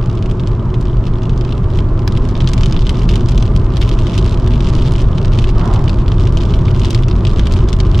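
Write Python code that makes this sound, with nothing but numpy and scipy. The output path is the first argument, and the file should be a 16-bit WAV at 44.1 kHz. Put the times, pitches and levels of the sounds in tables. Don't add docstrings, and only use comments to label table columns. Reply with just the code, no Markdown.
import sys
import numpy as np
from scipy import signal
from scipy.fft import rfft, irfft, next_fast_len
from scipy.io import wavfile
from scipy.ndimage import uniform_filter1d, minimum_filter1d, map_coordinates

SR = 44100
rng = np.random.default_rng(int(sys.argv[2]) if len(sys.argv) > 2 else 0)


def store_wav(level_fs):
    pcm = np.round(np.clip(np.atleast_2d(level_fs), -1, 1) * 32767)
    wavfile.write(sys.argv[1], SR, pcm.T.astype(np.int16))


N = 352800

# time_s, boom_db, roar_db
ROAD_LEVELS = [(0, -12.5, -26.5), (1.1, -12.5, -26.5), (2.05, -10.5, -25.5), (2.25, -9, -25),
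               (4.6, -9.5, -24), (8, -9.5, -24.5)]
# centre_hz, width_hz, level_db
CABIN_MODES = [(25, 12, -3.5), (43.1, 9.6, 0.5), (93.1, 20, -7), (118.9, 21, -2.5), (173.4, 15.9, -10.5),
               (218.5, 5.7, -13.5)]
# freq_hz, density_db
RUMBLE_SPECTRUM = [(8, -17), (20, 0), (60, -4), (130, -10), (160, -14.5), (260, -19), (400, -44.5),
                   (2500, -130)]
# freq_hz, density_db
TYRE_SPECTRUM = [(150, -18.5), (270, -5.5), (365, 2), (410, -3), (460, -10.5), (650, -12), (740, -18.5),
                 (900, -14), (1170, -16), (1400, -21.5), (1900, -31), (4000, -42), (8000, -52),
                 (16000, -84)]
# centre_hz, lift_db
PANEL_MODES = [(655, 3), (915, 0.5), (1035, 4.5), (1174, 3.5), (1262, 3.5)]
# freq_hz, likeness_0_to_1
STEREO_LIKENESS = [(70, .9985), (160, .992), (350, .95), (700, .83), (1400, .76), (8000, .5)]
# freq_hz, left_minus_right_db
STEREO_LEAN = [(150, 0), (350, -.4), (650, -3.1), (1200, -2.5), (2500, 0)]
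# time_s, drone_db
DRONE_LEVELS = [(0, -34.5), (2, -39), (2.2, -23.5), (2.75, -42), (3.35, -25.5), (3.85, -42), (4.5, -24.5),
                (5.5, -34.5), (7, -27), (8, -40)]
# start_s, level_db, treble_share_db
HEAVY_DROPS = [(0.174, -27, -34.5), (0.2255, -22, -32), (0.2593, -23, -31), (0.3127, -22.5, -29),
               (0.397, -21.5, -35), (0.4734, -20, -31), (0.742, -22, -36), (0.8113, -28, -15),
               (1.069, -21.5, -28), (1.295, -22, -34), (1.411, -22.5, -31), (1.4495, -24, -30),
               (1.524, -18.5, -36), (1.7883, -16, -40), (1.9925, -24.5, -31), (2.1733, -17.5, -32),
               (2.353, -19.5, -38), (2.4048, -14, -41), (2.4745, -9.5, -34), (2.489, -18, -22),
               (2.5346, -11, -22.5), (2.579, -19, -35), (2.61, -18, -30), (2.6343, -10, -36),
               (2.6594, -13, -29), (2.7247, -15, -29), (2.7652, -14.5, -44), (2.7923, -16.5, -36),
               (2.821, -18, -34), (2.8525, -23, -30), (2.8685, -12, -35), (2.8941, -9.5, -27.5),
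               (3.017, -21, -46), (3.0907, -11.5, -32), (3.1109, -19, -33), (3.1396, -17, -40),
               (3.157, -13.5, -27), (3.2867, -17.5, -25), (3.3776, -13.5, -29), (3.4255, -15, -30),
               (3.563, -15.5, -22), (3.7696, -14.5, -27), (3.813, -16, -31), (3.8167, -11.5, -30),
               (3.8262, -12, -41), (3.8915, -15.5, -27), (3.9145, -16.5, -41), (3.99, -18, -34),
               (4.0695, -17, -39), (4.1786, -13, -26), (4.187, -15.5, -29), (4.4732, -20.5, -52),
               (4.5378, -18.5, -44), (4.606, -16, -31), (4.6456, -22, -31), (4.79, -19, -33),
               (4.8223, -20, -28), (4.9212, -21, -24), (4.9544, -19, -55), (4.9817, -20, -33),
               (5.182, -16.5, -35), (5.248, -19, -40), (5.389, -12.5, -35), (5.442, -12, -31.5),
               (5.4916, -19.5, -31), (5.6116, -21, -45), (5.738, -18.5, -25), (5.761, -20, -37),
               (5.8786, -16, -52), (5.895, -14.5, -38), (6.081, -17, -34), (6.1187, -16, -42),
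               (6.271, -18.5, -54), (6.3724, -12.5, -30), (6.539, -15, -41), (6.682, -16.5, -58),
               (6.7476, -22, -43), (6.796, -17.5, -27), (6.817, -17, -30), (6.8479, -12, -31),
               (6.9061, -13, -16), (6.9475, -10, -29), (6.9585, -22, -37), (7.0348, -14, -41),
               (7.084, -18, -31), (7.1121, -18.5, -38), (7.2513, -13.5, -34), (7.2696, -12.5, -34),
               (7.395, -12, -34), (7.47, -14, -34), (7.523, -19.5, -12), (7.5378, -17, -28),
               (7.5668, -20, -29), (7.6883, -17.5, -26), (7.73, -13.5, -26), (7.8027, -12.5, -31),
               (7.9467, -15.5, -43), (7.9906, -15, -32)]
# time_s, strength_db
SHOWER_STRENGTH = [(0.0, -49.5), (0.3, -48.5), (0.55, -53), (1.0, -52), (1.54, -46.5), (1.64, -53),
                   (1.76, -45), (1.92, -55), (2.06, -53), (2.14, -45), (2.82, -42.5), (3.44, -42.5),
                   (3.64, -51), (3.84, -40), (3.96, -44), (4.16, -37.5), (4.4, -44.5), (4.62, -41),
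                   (4.92, -39), (5.12, -47.5), (5.3, -41), (5.75, -42.5), (6.02, -47), (6.52, -39),
                   (6.63, -47), (6.83, -38), (7.0, -43), (7.2, -50), (7.36, -40), (7.84, -47), (8.0, -40)]
# freq_hz, density_db
GLASS_SPECTRUM = [(300, -41.5), (900, -9.5), (1900, -8), (2400, -4.5), (3000, 0.5), (3700, -2), (4300, -6),
                  (5200, -7.5), (7000, -15.5), (9500, -25), (11000, -34.5), (12200, -31), (13200, -43.5),
                  (16000, -47)]
# gain, t60_s
CABIN_ECHOES = [(.72, .009), (.52, .05)]
# freq_hz, density_db
TICK_SPECTRUM = [(200, 0), (500, 4), (1000, 3), (3000, 3), (5200, 2), (7000, -13), (11000, -22),
                 (16000, -22)]
# time_s, hum_db
ENGINE_PULL = [(0, -33.5), (4, -29.5), (5.5, -24.5), (8, -18.5)]
# freq_hz, density_db
SWISH_SPECTRUM = [(300, -29.5), (650, -2.5), (920, 0.5), (1220, -4.5), (1450, -12), (8000, -61)]

TOP_HZ = 16500
USUAL_TREBLE_DB = -29.5
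HEAVIEST_DB = 7
THICKEN = 0.9


def amp(db):
    return 10 ** (np.asarray(db) / 20)


def unit(x):
    return x / np.sqrt(np.mean(x ** 2) + 1e-20)


def along(points, hz):
    point_hz, value = np.transpose(points)
    return np.interp(np.log(hz + 1), np.log(point_hz + 1), value)


def curves(rows):
    time_s, *columns = np.transpose(rows)
    return [np.interp(np.arange(N) / SR, time_s, column) for column in columns]


def wobble(knots_per_s):
    knots = rng.standard_normal(int(N * knots_per_s / SR) + 4)
    return map_coordinates(knots, [np.arange(N) * knots_per_s / SR])


def filtered(x, response):
    size = next_fast_len(N + SR // 2)
    return irfft(rfft(x, size) * response(np.fft.rfftfreq(size, 1 / SR)), size)[..., :N]


def causal(gain):
    cepstrum = irfft(np.log(np.maximum(gain, 1e-6)))
    half = len(cepstrum) // 2
    return np.exp(rfft(np.r_[cepstrum[0], 2 * cepstrum[1:half], np.zeros(half)]))


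def spectrum_gain(spectrum):
    return lambda hz: amp(along(spectrum, hz))


def add(track, start_s, sound):
    start = int(np.clip(start_s * SR, 0, N - 1))
    track[:, start:start + sound.shape[1]] += sound[:, :N - start]


def rush(colour, width_hz=20):
    def mid_side_gain(hz):
        lift_db = sum(db * np.exp(-((hz - centre_hz) / width_hz) ** 2) for centre_hz, db in PANEL_MODES)
        angle = np.arccos(np.clip(along(STEREO_LIKENESS, hz), 0, 1)) / 2
        return colour(hz) * amp(lift_db) * np.array([np.cos(angle), np.sin(angle)])

    def lean_gain(hz):
        return amp(np.outer([.5, -.5], along(STEREO_LEAN, hz)))

    mid, side = filtered(rng.standard_normal((2, N)), mid_side_gain)
    return unit(filtered(np.array([mid + side, mid - side]), lean_gain))


def road():
    def modes(hz):
        power = sum(amp(db) ** 2 / (1 + ((hz - centre_hz) / width_hz) ** 2 * 2) ** 2
                    for centre_hz, width_hz, db in CABIN_MODES)
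        return np.sqrt(power)

    boom_db, roar_db = curves(ROAD_LEVELS)
    boom = unit(rush(modes) + amp(-2.5) * rush(spectrum_gain(RUMBLE_SPECTRUM)))
    roar = rush(spectrum_gain(TYRE_SPECTRUM))
    return amp(boom_db) * boom + amp(roar_db) * roar


def drop(spectrum, tilt_db_per_octave, spot_db=3.0, spread_db=2.0, crest_db=8.0, size=2048):
    hz, t = np.fft.rfftfreq(size, 1 / SR), np.arange(size) / SR
    octaves = np.log2(np.maximum(hz, 500) / 3000)
    spot = np.interp(octaves, np.linspace(-3, 3, 16), rng.standard_normal(16))
    tilt_db = tilt_db_per_octave * np.clip(octaves, 0, 1.5)
    click = causal(amp(along(spectrum, hz) + tilt_db + spot_db * spot))
    paths = np.zeros((2, size))
    paths[:, 0] = amp(np.array([1, -1]) * spread_db * rng.standard_normal())
    paths[:, int(rng.uniform(.0012, .002) * SR)] = 0.54
    for gain, t60_s in CABIN_ECHOES:
        shared, separate = rng.standard_normal(size), rng.standard_normal((2, size))
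        echoes = (0.62 * shared + separate) * amp(-60 * t / t60_s)
        paths += gain * unit(echoes) / np.sqrt(size)
    tap = irfft(rfft(paths) * click)
    power = uniform_filter1d(tap.mean(0) ** 2, size=88, mode="constant").max()
    return tap * amp(-crest_db) / np.sqrt(power)


def big_drops(tilt_share=0.74, splash_db=-11.0, splash_tilt_db=2, splashes=2):
    track = np.zeros((2, N))
    for start_s, level_db, treble_db in HEAVY_DROPS:
        tilt_db = tilt_share * (treble_db - USUAL_TREBLE_DB)
        add(track, start_s, amp(level_db) * drop(GLASS_SPECTRUM, tilt_db))
        for delay_s in rng.uniform(0.002, 0.008, splashes):
            gain = amp(level_db + splash_db + 2 * rng.standard_normal())
            splash = drop(GLASS_SPECTRUM, tilt_db / 2 + splash_tilt_db)
            add(track, start_s + delay_s, gain * splash)
    return track


def patter(flurry, per_second=130, scatter_db=7, gain_db=13.5, tilt_db=-1.3, hardness_db=4,
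           harden=.04, count=128):
    shower_db, = curves(SHOWER_STRENGTH)
    squall_db = shower_db - shower_db.mean()
    taps = [drop(GLASS_SPECTRUM, tilt_db + hardness_db * hard) for hard in np.linspace(-1, 1, count)]
    density = amp(THICKEN * squall_db)
    arrivals = np.cumsum(density * flurry) * per_second / SR
    chance = rng.random((int(arrivals[-1]), 3))
    track = np.zeros((2, N))
    for k, (when, weight, spot) in enumerate(chance):
        i = min(np.searchsorted(arrivals, k + 2 * when - .5), N - 1)
        size_db = min(scatter_db * (-np.log(weight) - 1), HEAVIEST_DB)
        hardness = spot ** (10 ** (-harden * squall_db[i]))
        gain = amp(shower_db[i] + gain_db + size_db) / np.sqrt(density[i])
        add(track, i / SR, gain * taps[int(hardness * (count - 1))])
    return track


def spray(flurry, db=-7.5):
    shower_db, = curves(SHOWER_STRENGTH)
    return amp(shower_db + db) * flurry * rush(spectrum_gain(GLASS_SPECTRUM))


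def tick(start_s=2.0772, gap_s=0.0012, level_db=-11.5):
    track = np.zeros((2, N))
    for hit_s in (start_s, start_s + gap_s):
        add(track, hit_s, amp(level_db) * drop(TICK_SPECTRUM, 0, spot_db=-2))
    return track


def drone(low_hz=240.2, upper_hz=362, upper_db=-5.5):
    def note(hz, waver):
        phase = 2 * np.pi * np.cumsum(hz * (1 + waver * wobble(20))) / SR
        return np.sin(phase) * amp(1.7 * wobble(10))

    drone_db, = curves(DRONE_LEVELS)
    return amp(drone_db) * (note(low_hz, .008) + amp(upper_db) * note(upper_hz, .03))


def engine(hum_hz=91.56, drift=0.007):
    hum_db, = curves(ENGINE_PULL)
    phase = 2 * np.pi * np.cumsum(hum_hz * (1 + drift * wobble(3.053))) / SR
    return np.sqrt(2) * amp(hum_db + 0.42 * wobble(2.7)) * np.sin(phase)


def oncoming(abreast_s=5.705, passing_s=0.09, level_db=-26.5, doppler=.12):
    t = np.arange(N) / SR - abreast_s
    nearness = 1 / np.sqrt(1 + (t / passing_s) ** 4)
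    sent = np.arange(N) - doppler * np.hypot(t, passing_s) * SR
    noise = rush(spectrum_gain(SWISH_SPECTRUM))
    swish = np.array([map_coordinates(channel, [sent], mode="mirror") for channel in noise])
    return amp(level_db) * nearness * swish * amp([[-1.2], [1.2]])


def scene():
    flurry = amp(3.2 * wobble(45))
    rain = big_drops() + patter(flurry) + spray(flurry)
    return road() + rain + tick() + drone() + engine() + oncoming()


def record(dry, ceiling=0.93, hold_s=0.044):
    needed = np.minimum(1, ceiling / (np.abs(dry).max(0) + 1e-9))
    span = max(int(hold_s * SR), 2)
    gain = minimum_filter1d(needed, span)
    gain = uniform_filter1d(uniform_filter1d(gain, span // 2), span // 2)
    low_pass = signal.butter(N=16, Wn=TOP_HZ, fs=SR, output="sos")
    return signal.sosfiltfilt(low_pass, dry * gain)


dry = scene()
out = record(dry)
store_wav(out)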